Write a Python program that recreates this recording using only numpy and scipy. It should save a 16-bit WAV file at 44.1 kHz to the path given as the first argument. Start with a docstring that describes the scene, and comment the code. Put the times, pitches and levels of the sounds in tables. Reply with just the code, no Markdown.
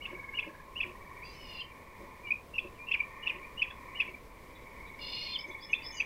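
"""A near bird's soft whistle and a tree frog's trill come first, then the bird's rising chip and falling stroke.
It is evening in a wood. The bird is swept tones, doubled by the ground; birds further off whistle, twitter
and wheeze on noisy partials. Tree frogs trill in pulse trains over a distant chorus, and a low voice croaks
now and then, its pulses ringing a body. Trunks scatter every voice into a tail; a small microphone adds
hiss, rumble and a faint whine."""
import sys
import numpy as np
from scipy import signal
from scipy.fft import rfft, irfft
from scipy.io import wavfile
from scipy.ndimage import uniform_filter1d

SR = 44100
rng = np.random.default_rng(int(sys.argv[2]) if len(sys.argv) > 2 else 0)


def convert_level_to_amplitude(level_db):
    """Map a level in decibels to its linear amplitude factor."""
    exponent = np.asarray(level_db, float) / 20
    return 10 ** exponent


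def file_out(sig):
    """Save sig as 16-bit WAV at sys.argv[1]."""
    # one column per channel
    cols = np.atleast_2d(sig).T
    # limit, then scale
    lim = np.clip(cols, -1, 1)
    pcm = np.round(lim * 32767).astype(np.int16)
    wavfile.write(sys.argv[1], SR, pcm)


N = 266805
T = np.arange(N) / SR


def add(out, s, sound):
    """Mix a short sound in at s seconds."""
    i = max(int(s * SR), 0)
    out[i:i + len(sound)] += sound[:N - i]


def unit(x):
    """Scale to rms 1."""
    return x / np.sqrt(np.mean(x ** 2))


def walk(rate, size):
    """Smooth random wander, about rate turns a second, rms 1."""
    k = max(int(SR / rate), 1)
    smooth = uniform_filter1d(rng.standard_normal(size), k)
    return unit(uniform_filter1d(smooth, k))


def tone(hz, gain, octave_db):
    """Near-sine voice with a faint octave."""
    phase = 2 * np.pi * np.cumsum(hz) / SR
    return gain * (np.sin(phase) + convert_level_to_amplitude(octave_db) * np.sin(2 * phase))


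def trunks(x, t60, wet_db, edge_s=0.09):
    """Scatter from the trunks: uneven echoes that thin out sharply beyond the edge of the clearing."""
    t = np.arange(SR // 2) / SR
    clumps = convert_level_to_amplitude(3.5 * walk(200, len(t)))
    decay = np.exp(-np.log(1000) * t / t60)
    onset = np.minimum(t / .015, 1)
    beyond_edge = np.where(t < edge_s, 1, .4)
    tail = rng.standard_normal(len(t)) * clumps * decay * onset * beyond_edge
    return x + convert_level_to_amplitude(wet_db) * signal.fftconvolve(x, tail / np.linalg.norm(tail))[:N]


# air and microphone noise: (frequency [Hz], level in a 10 Hz band [dB])
NOISE_FLOOR = [(20, -66.5), (50, -64.5), (120, -72.5), (300, -74.5), (550, -73.5), (720, -81.5),
               (1400, -87), (2800, -91.5), (4000, -94.5), (7000, -99.5), (15000, -100)]
# steady whine at the microphone: (frequency [Hz], rms level [dB])
WHINE = [(13690, -95)]


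def microphone_floor():
    """Smooth hiss and rumble with a faint steady whine; the noise breathes slightly."""
    hz, db = np.transpose(NOISE_FLOOR)
    f = np.maximum(np.arange(N // 2 + 1) * SR / N, 1)
    colour = convert_level_to_amplitude(np.interp(np.log(f), np.log(hz), db)) * np.sqrt(SR / 20)
    hiss = irfft(rfft(rng.standard_normal(N)) * colour, N)
    whine = sum(convert_level_to_amplitude(db) * np.sqrt(2) * np.sin(2 * np.pi * hz * T) for hz, db in WHINE)
    return hiss * convert_level_to_amplitude(.75 * walk(14, N)) + whine


def frog_pulse(hz, ms, glide_hz):
    """One frog pulse: a short tone that swells, fades and slides up."""
    u = np.linspace(0, 1, int(ms * SR / 1000))
    phase = 2 * np.pi * np.cumsum(hz + glide_hz * (u - .5)) / SR
    return np.sin(np.pi * u) ** 1.72 * np.sin(phase)


# distant frogs over time: (time [s], low voices' level [dB], high voices' level [dB])
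CHORUS = [(0.0, -52.5, -57), (0.29, -57.5, -61), (0.55, -57, -61.5), (0.93, -57, -65), (1.21, -55.5, -55),
          (1.48, -57.5, -58.5), (2.2, -55, -58), (2.42, -60.5, -68), (2.9, -56, -60.5), (3.27, -53, -49),
          (3.61, -55, -60), (4.03, -54, -52), (4.23, -59.5, -63.5), (4.8, -57, -54.5), (5.34, -56.5, -59.5),
          (6.05, -56, -52.5)]
# low and high voices: (centre [Hz], spread [Hz])
CHORUS_BANDS = [(1040, 97.5), (2120, 223)]


def chorus():
    """A dozen far frogs in each band, each pulsing at its own pitch and rate and drifting in level."""
    s, *levels = np.transpose(CHORUS)
    out = 0
    for (hz, spread), db in zip(CHORUS_BANDS, levels):
        band = 0
        for place in np.linspace(-1.6, 1.6, 12):  # position in the band, in spreads
            pulses_per_s = 19.5 + 1.5 * rng.standard_normal()
            count = np.floor(rng.random() + T * pulses_per_s + .12 * walk(8, N))
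            beats = np.maximum(np.diff(count, prepend=0), 0)
            gain = convert_level_to_amplitude(1.85 * walk(1.0, N)) * np.exp(-place ** 2 / 3)
            pulse = frog_pulse(hz + spread * place, ms=19.3, glide_hz=140.0)
            band = band + signal.fftconvolve(beats * gain, pulse)[:N]
        out = out + convert_level_to_amplitude(np.interp(T, s, db)) * unit(trunks(band, t60=1.0, wet_db=9.5))
    return out


# low croaks: (time [s], level [dB], length [ms])
CROAKS = [(0.108, -39.5, 32), (0.46, -40.5, 27), (.84, -42.5, 50), (1.99, -43, 63), (2.626, -41, 32),
          (3.332, -46, 51), (4.071, -44.5, 27), (5.46, -42.5, 54)]
# resonances of the croaker's body: (frequency [Hz], width [Hz], level [dB])
CROAK_BODY = [(345, 35, 0), (570, 40, -3), (210, 50, -6)]


def croaks():
    """Uneven throat pulses ring a low body."""
    pulses, rate = np.zeros(N), 122  # pulses per second
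    for s, db, ms in CROAKS:
        chance = rng.standard_normal((20, 2))
        total = rate * ms / 1000
        for k, u in enumerate(np.arange(.5, total)):
            size = convert_level_to_amplitude(db + 2.5 * chance[k, 0]) * np.sin(np.pi * u / total) ** .5
            pulses[int((s + (u + .06 * chance[k, 1]) / rate) * SR)] += size
    t = T[:SR // 20]
    body = sum(convert_level_to_amplitude(db) * np.exp(-np.pi * width * t) * np.sin(2 * np.pi * hz * t)
               for hz, width, db in CROAK_BODY)
    body = body * np.minimum(t / .006, 1)  # soft throat pulses, no click
    return signal.fftconvolve(pulses, body)[:N]


# tree frog trills: (first pulse [s], last pulse before [s], rate [pulses/s], pitch [Hz], level [dB])
TRILLS = [(.013, .44, 21.4, 2216, -37.5), (.136, .62, 19.2, 1047, -45.5), (0.077, .62, 19.05, 1680, -50.5),
          (.765, 1.2, 20.8, 1853, -51.5), (.921, 1.19, 19.8, 2274, -47.5), (0.685, 1.2, 18.5, 1074, -46.5),
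          (3.056, 3.5, 16.7, 1070, -47), (3.685, 4.0, 20.0, 1079, -46), (3.887, 4.16, 15.4, 2315, -37.5),
          (4.672, 5.3, 21.8, 2234, -43.5), (5.341, 5.56, 19.0, 2240, -37), (5.36, 5.56, 21.0, 2246, -40.5)]
# how far a trill pulse slides up: (voice [Hz], slide [Hz])
FROG_SLIDE = [(1050, 190), (1700, 400), (2200, 120)]


def tree_frogs():
    """Even pulse trains that swell at the start and vary a little from pulse to pulse."""
    out = np.zeros(N)
    for first, last, rate, hz, db in TRILLS:
        chance = rng.standard_normal((30, 2))
        slide_hz = np.interp(hz, *np.transpose(FROG_SLIDE))
        for k, s in enumerate(np.arange(first, last, 1 / rate)):
            swell_db = -5.0 * np.exp(-k / 2.5) + 1.5 * chance[k, 0]
            pulse = frog_pulse(hz * (1 + 0.011 * chance[k, 1]), ms=20.0, glide_hz=slide_hz)
            add(out, s - .009, convert_level_to_amplitude(db + swell_db) * pulse)
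    return out


# wheezes further off, one list each: (time [s], pitch [Hz], level [dB])
WHEEZES = [
    [(1.23, 682, -80), (1.26, 678, -58), (1.31, 678, -61.5), (1.36, 686, -69)],
    [(1.29, 766, -64), (1.35, 755, -57.5), (1.45, 727, -52), (1.55, 699, -50), (1.61, 697, -48),
     (1.64, 636, -82)],
    [(4.99, 714, -67), (5.02, 709, -50.5), (5.17, 704.7, -44), (5.25, 719, -46.5), (5.33, 697, -47.5),
     (5.38, 736, -71)],
]
# their partials: (multiple of the pitch, added level at the start [dB], added level at the end [dB])
PARTIALS = [
    [(4, -1, -8), (5, -11, -11), (6, -13, 0), (7, 4.5, -3), (9, -15, -17)],
    [(3.5, -6, -18), (4, -10.5, 4.5), (5, -34, -10), (6, -22, -9), (7, -10.5, -9.5), (8, -11, -35)],
    [(3.5, -25, -1), (4, 0, -6.5), (4.5, -44, -3), (5, -1.5, -9), (6, -2, -0.5), (7, -3, -7.5),
     (8, -27, -20)],
]


def wheezes(jitter, rough):
    """A harsh buzz: the pitch shakes fast and every partial is broken up by its own breath noise."""
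    out = np.zeros(N)
    for table, partials in zip(WHEEZES, PARTIALS):
        s, *columns = np.transpose(table)
        t = np.arange(s[0], s[-1], 1 / SR)
        hz, db = (np.interp(t, s, c) for c in columns)
        phase = 2 * np.pi * np.cumsum(hz * (1 + jitter * walk(160, len(t)))) / SR
        for k, first_db, last_db in partials:
            voiced = (1 + rough * walk(190, len(t))) * np.sin(k * phase)
            breath = rough * walk(420, len(t)) * np.cos(k * phase)
            level = convert_level_to_amplitude(db + np.linspace(first_db, last_db, len(t)))
            add(out, s[0], level * (voiced + breath))
    return out


def whistles(table, waver_db):
    """Notes whose pitch bends along a parabola and whose strength wavers."""
    out = np.zeros(N)
    for s, ms, start, middle, end, db in table:
        u = np.linspace(0, 1, int(ms * SR / 1000))
        hz = start + (4 * middle - 3 * start - end) * u + 2 * (start + end - 2 * middle) * u ** 2
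        hoarse = min(.15 + (middle / 6200) ** 7, 1.3)  # the highest notes are hoarse
        breath = 1 + hoarse * walk(400, len(u))
        add(out, s, tone(hz, breath * convert_level_to_amplitude(db) * np.sin(np.pi * u) ** .8, octave_db=-42))
    return out * convert_level_to_amplitude(waver_db * walk(180, N))


# a bird that sings two close tones at once: (time [s], lower tone [Hz], lower tone's level [dB])
PAIRS = [(4.544, 3490, -61), (4.86, 3530, -62), (5.39, 3490, -54), (5.505, 3460, -52), (5.619, 3430, -49),
         (5.735, 3530, -44.5), (5.84, 3454, -47)]


def two_tone_bird(ratio, repeat_ms, repeat_db):
    """Both halves of the syrinx sound, each sagging a little; every pair sounds again softly a little later."""
    length_ms, upper_db = 39, -62.5
    rows = []
    for s, hz, low_db in PAIRS:
        for f, db in ((hz, low_db), (ratio * hz, upper_db)):
            for late_ms, soft_db in ((0, 0), (repeat_ms, repeat_db)):
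                rows.append((s + late_ms / 1000, length_ms, f, f, .992 * f, db + soft_db))
    return whistles(rows, waver_db=2.5)


def glide(s, ms, start_hz, end_hz, db):
    """A straight glide as a whistle row."""
    return s, ms, start_hz, (start_hz + end_hz) / 2, end_hz, db


# nearly level chips of a second bird; the faint one at 3.015 s is an echo of the chip before it:
# (time [s], length [ms], middle pitch [Hz], level [dB])
TUKS = [(2.305, 7, 2370, -21), (2.313, 15, 2463, -22.5), (2.995, 6.9, 2410, -25),
        (3.001, 13.6, 2336, -21.5), (3.015, 5.7, 2420, -45), (5.695, 21, 2215, -39.5)]
# gliding whistles of other birds; the rows at 3.647 and 3.703 s are the near bird's fall and
# echoes of its chip: (time [s], length [ms], start [Hz], end [Hz], level [dB])
NOTES = [(1.218, 28, 2110, 2640, -41), (1.70, 30, 2507, 2230, -50.5), (2.235, 74, 2420, 2225, -41),
         (2.26, 43, 2830, 2940, -48), (2.671, 58, 1820, 1810, -61.5), (2.745, 55, 3080, 2370, -62),
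         (2.782, 78, 2354, 2450, -46.5), (2.855, 93, 2580, 3560, -52), (3.42, 50, 2216, 2530, -46),
         (3.647, 15, 2280, 1480, -50), (3.703, 12, 3310, 3450, -41), (3.703, 17, 1920, 1440, -48),
         (5.80, 70, 2900, 3020, -59), (5.92, 46, 2960, 2995, -53), (5.945, 76, 6050, 6050, -56),
         (5.94, 53, 6900, 6300, -54), (5.96, 50, 5040, 4550, -49)]
# whistle that closes a wheeze, arching slightly, then dropping:
# (time [s], length [ms], start and middle [Hz], end [Hz], level [dB])
DROPS = [(1.604, 24.7, 3100, 2510, -36.5), (5.325, 50, 3465, 2510, -34)]
# phrases of the high twittering bird: (time [s], hold length [ms], level [dB], answer level [dB])
TWITTERS = [(5.371, 39, -44, -68), (5.60, 60, -48.5, -62.5), (5.822, 82, -42.5, -54)]


def other_birds():
    """Chips, glides, closing drops and the three-part twitter, with a few echoes, all as bent whistles."""
    tuk_rise_hz = 60
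    rows = [glide(s, ms, hz - tuk_rise_hz / 2, hz + tuk_rise_hz / 2, db) for s, ms, hz, db in TUKS]
    rows += [glide(*note) for note in NOTES]
    rows += [(s, ms, a, a, b, db) for s, ms, a, b, db in DROPS]
    for s, hold_ms, db, answer_db in TWITTERS:
        rows.append(glide(s, 43, 4650, 5000, db - 9.5))  # slide up
        rows.append(glide(s + .015, hold_ms, 5140, 5285, db))  # held note
        rows.append(glide(s + .095, 47, 6540, 6050, answer_db))  # hoarse falling answer
    return whistles(rows, waver_db=2.5)


def stroke(shape, ratio):
    """One fast sweep of the syrinx."""
    ms, hz, db = np.transpose(shape)
    t = np.arange(ms[0], ms[-1], 1000 / SR)  # ms
    edge = np.minimum(np.minimum(t - ms[0], ms[-1] - t) / 2.5, 1)
    edge = edge * (1 + .3 * walk(500, len(t)))  # a slightly gritty voice
    return tone(ratio * np.interp(t, ms, hz), edge * convert_level_to_amplitude(np.interp(t, ms, db)), octave_db=-38)


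# the two strokes of a chip, before its ratio and levels: (time [ms], pitch [Hz], added level [dB])
RISE = [(0, 2323, -18), (3, 2388, -9), (6.5, 2658, -1), (9, 2670, -4.5), (11, 3010, -33), (14, 3420, -29.5),
        (20, 3320, -18.5)]
FALL = [(-4.5, 3360, -18), (-4.5, 3120, -21.5), (0.5, 2830, -6.5), (2.5, 2450, 3.5), (11.5, 2230, -15),
        (16.5, 1000, -29)]
# chips of the near bird: (time [s], rise level [dB], pitch ratio, fall delay [ms], fall level [dB])
CHIPS = [(0.05, -28.5, 1.034, 30, -51), (0.385, -19.5, 1, 41, -36.5), (0.801, -18, 0.99, 29, -29),
         (2.579, -21.5, 1, 25, -64), (2.911, -18.5, 1, 29, -21.5), (3.266, -18.5, 1.034, 30, -28),
         (3.617, -17.5, 0.989, 23, -40.5), (3.997, -18, 0.99, 18.8, -25.5), (5.728, -15.5, 0.98, 27, -60),
         (5.997, -19, 0.97, 18.5, -35)]
# soft whistles, each lasting until its chip: (time [s], top [Hz], height of the arch [Hz], level [dB])
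LEADS = [(0.014, 2937, 230, -44), (.340, 2930, 240, -39), (0.754, 2946, 400, -37), (2.535, 2740, 10, -35.5),
         (2.869, 2727, 10, -38.5), (3.224, 2930, 110, -39.5), (3.57, 2955, 243, -38.5),
         (3.950, 2958, 210, -36.5), (5.692, 2900, 10, -49), (5.960, 2910, 10, -43)]
# echoes off the ground, then the far trees: (delay [ms]) and (level [dB])
ECHO_MS = [5.3, 88]
ECHO_DB = [-1, -24]


def near_bird():
    """Whistle, rise and fall; the ground repeats each a few ms later and the two interfere."""
    leads = []
    for (s, top_hz, arch_hz, db), chip in zip(LEADS, CHIPS):
        ms = 1000 * (chip[0] - s) + 1.9  # overlaps the chip slightly
        leads.append((s, ms, top_hz - arch_hz, top_hz, top_hz - arch_hz, db))
    out = whistles(leads, waver_db=4.)
    for s, rise_db, ratio, fall_ms, fall_db in CHIPS:
        add(out, s, convert_level_to_amplitude(rise_db) * stroke(RISE, ratio))
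        add(out, s + (fall_ms + FALL[0][0]) / 1000, convert_level_to_amplitude(fall_db) * stroke(FALL, ratio))
    echoes = sum(convert_level_to_amplitude(db) * np.roll(out, int(ms * SR / 1000)) * (T > ms / 1000)
                 for ms, db in zip(ECHO_MS, ECHO_DB))
    return out + echoes


def scene():
    """Near voices are drier than far ones."""
    floor = microphone_floor()
    frogs = trunks(tree_frogs() + croaks(), t60=0.22, wet_db=-5.5)
    voices = other_birds() + two_tone_bird(ratio=1.1, repeat_ms=68.0, repeat_db=-9.0)
    voices = voices + wheezes(jitter=.007, rough=.9)
    far = trunks(voices, t60=0.22, wet_db=-8.5)
    near = trunks(near_bird(), t60=0.36, wet_db=-11.5)
    return (floor + chorus() + frogs + far + near)[None]


def roll_off(x):
    """The treble ends steeply here."""
    return signal.sosfilt(signal.butter(12, 15780, fs=SR, output="sos"), x)


def record(dry):
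    """The recorder cuts the top with a steep low-pass at 15750 Hz."""
    low_pass = signal.ellip(10, .2, 70, 15750, fs=SR, output="sos")
    mix = signal.sosfilt(low_pass, dry)
    return roll_off(mix)


dry = scene()
out = record(dry)
file_out(out)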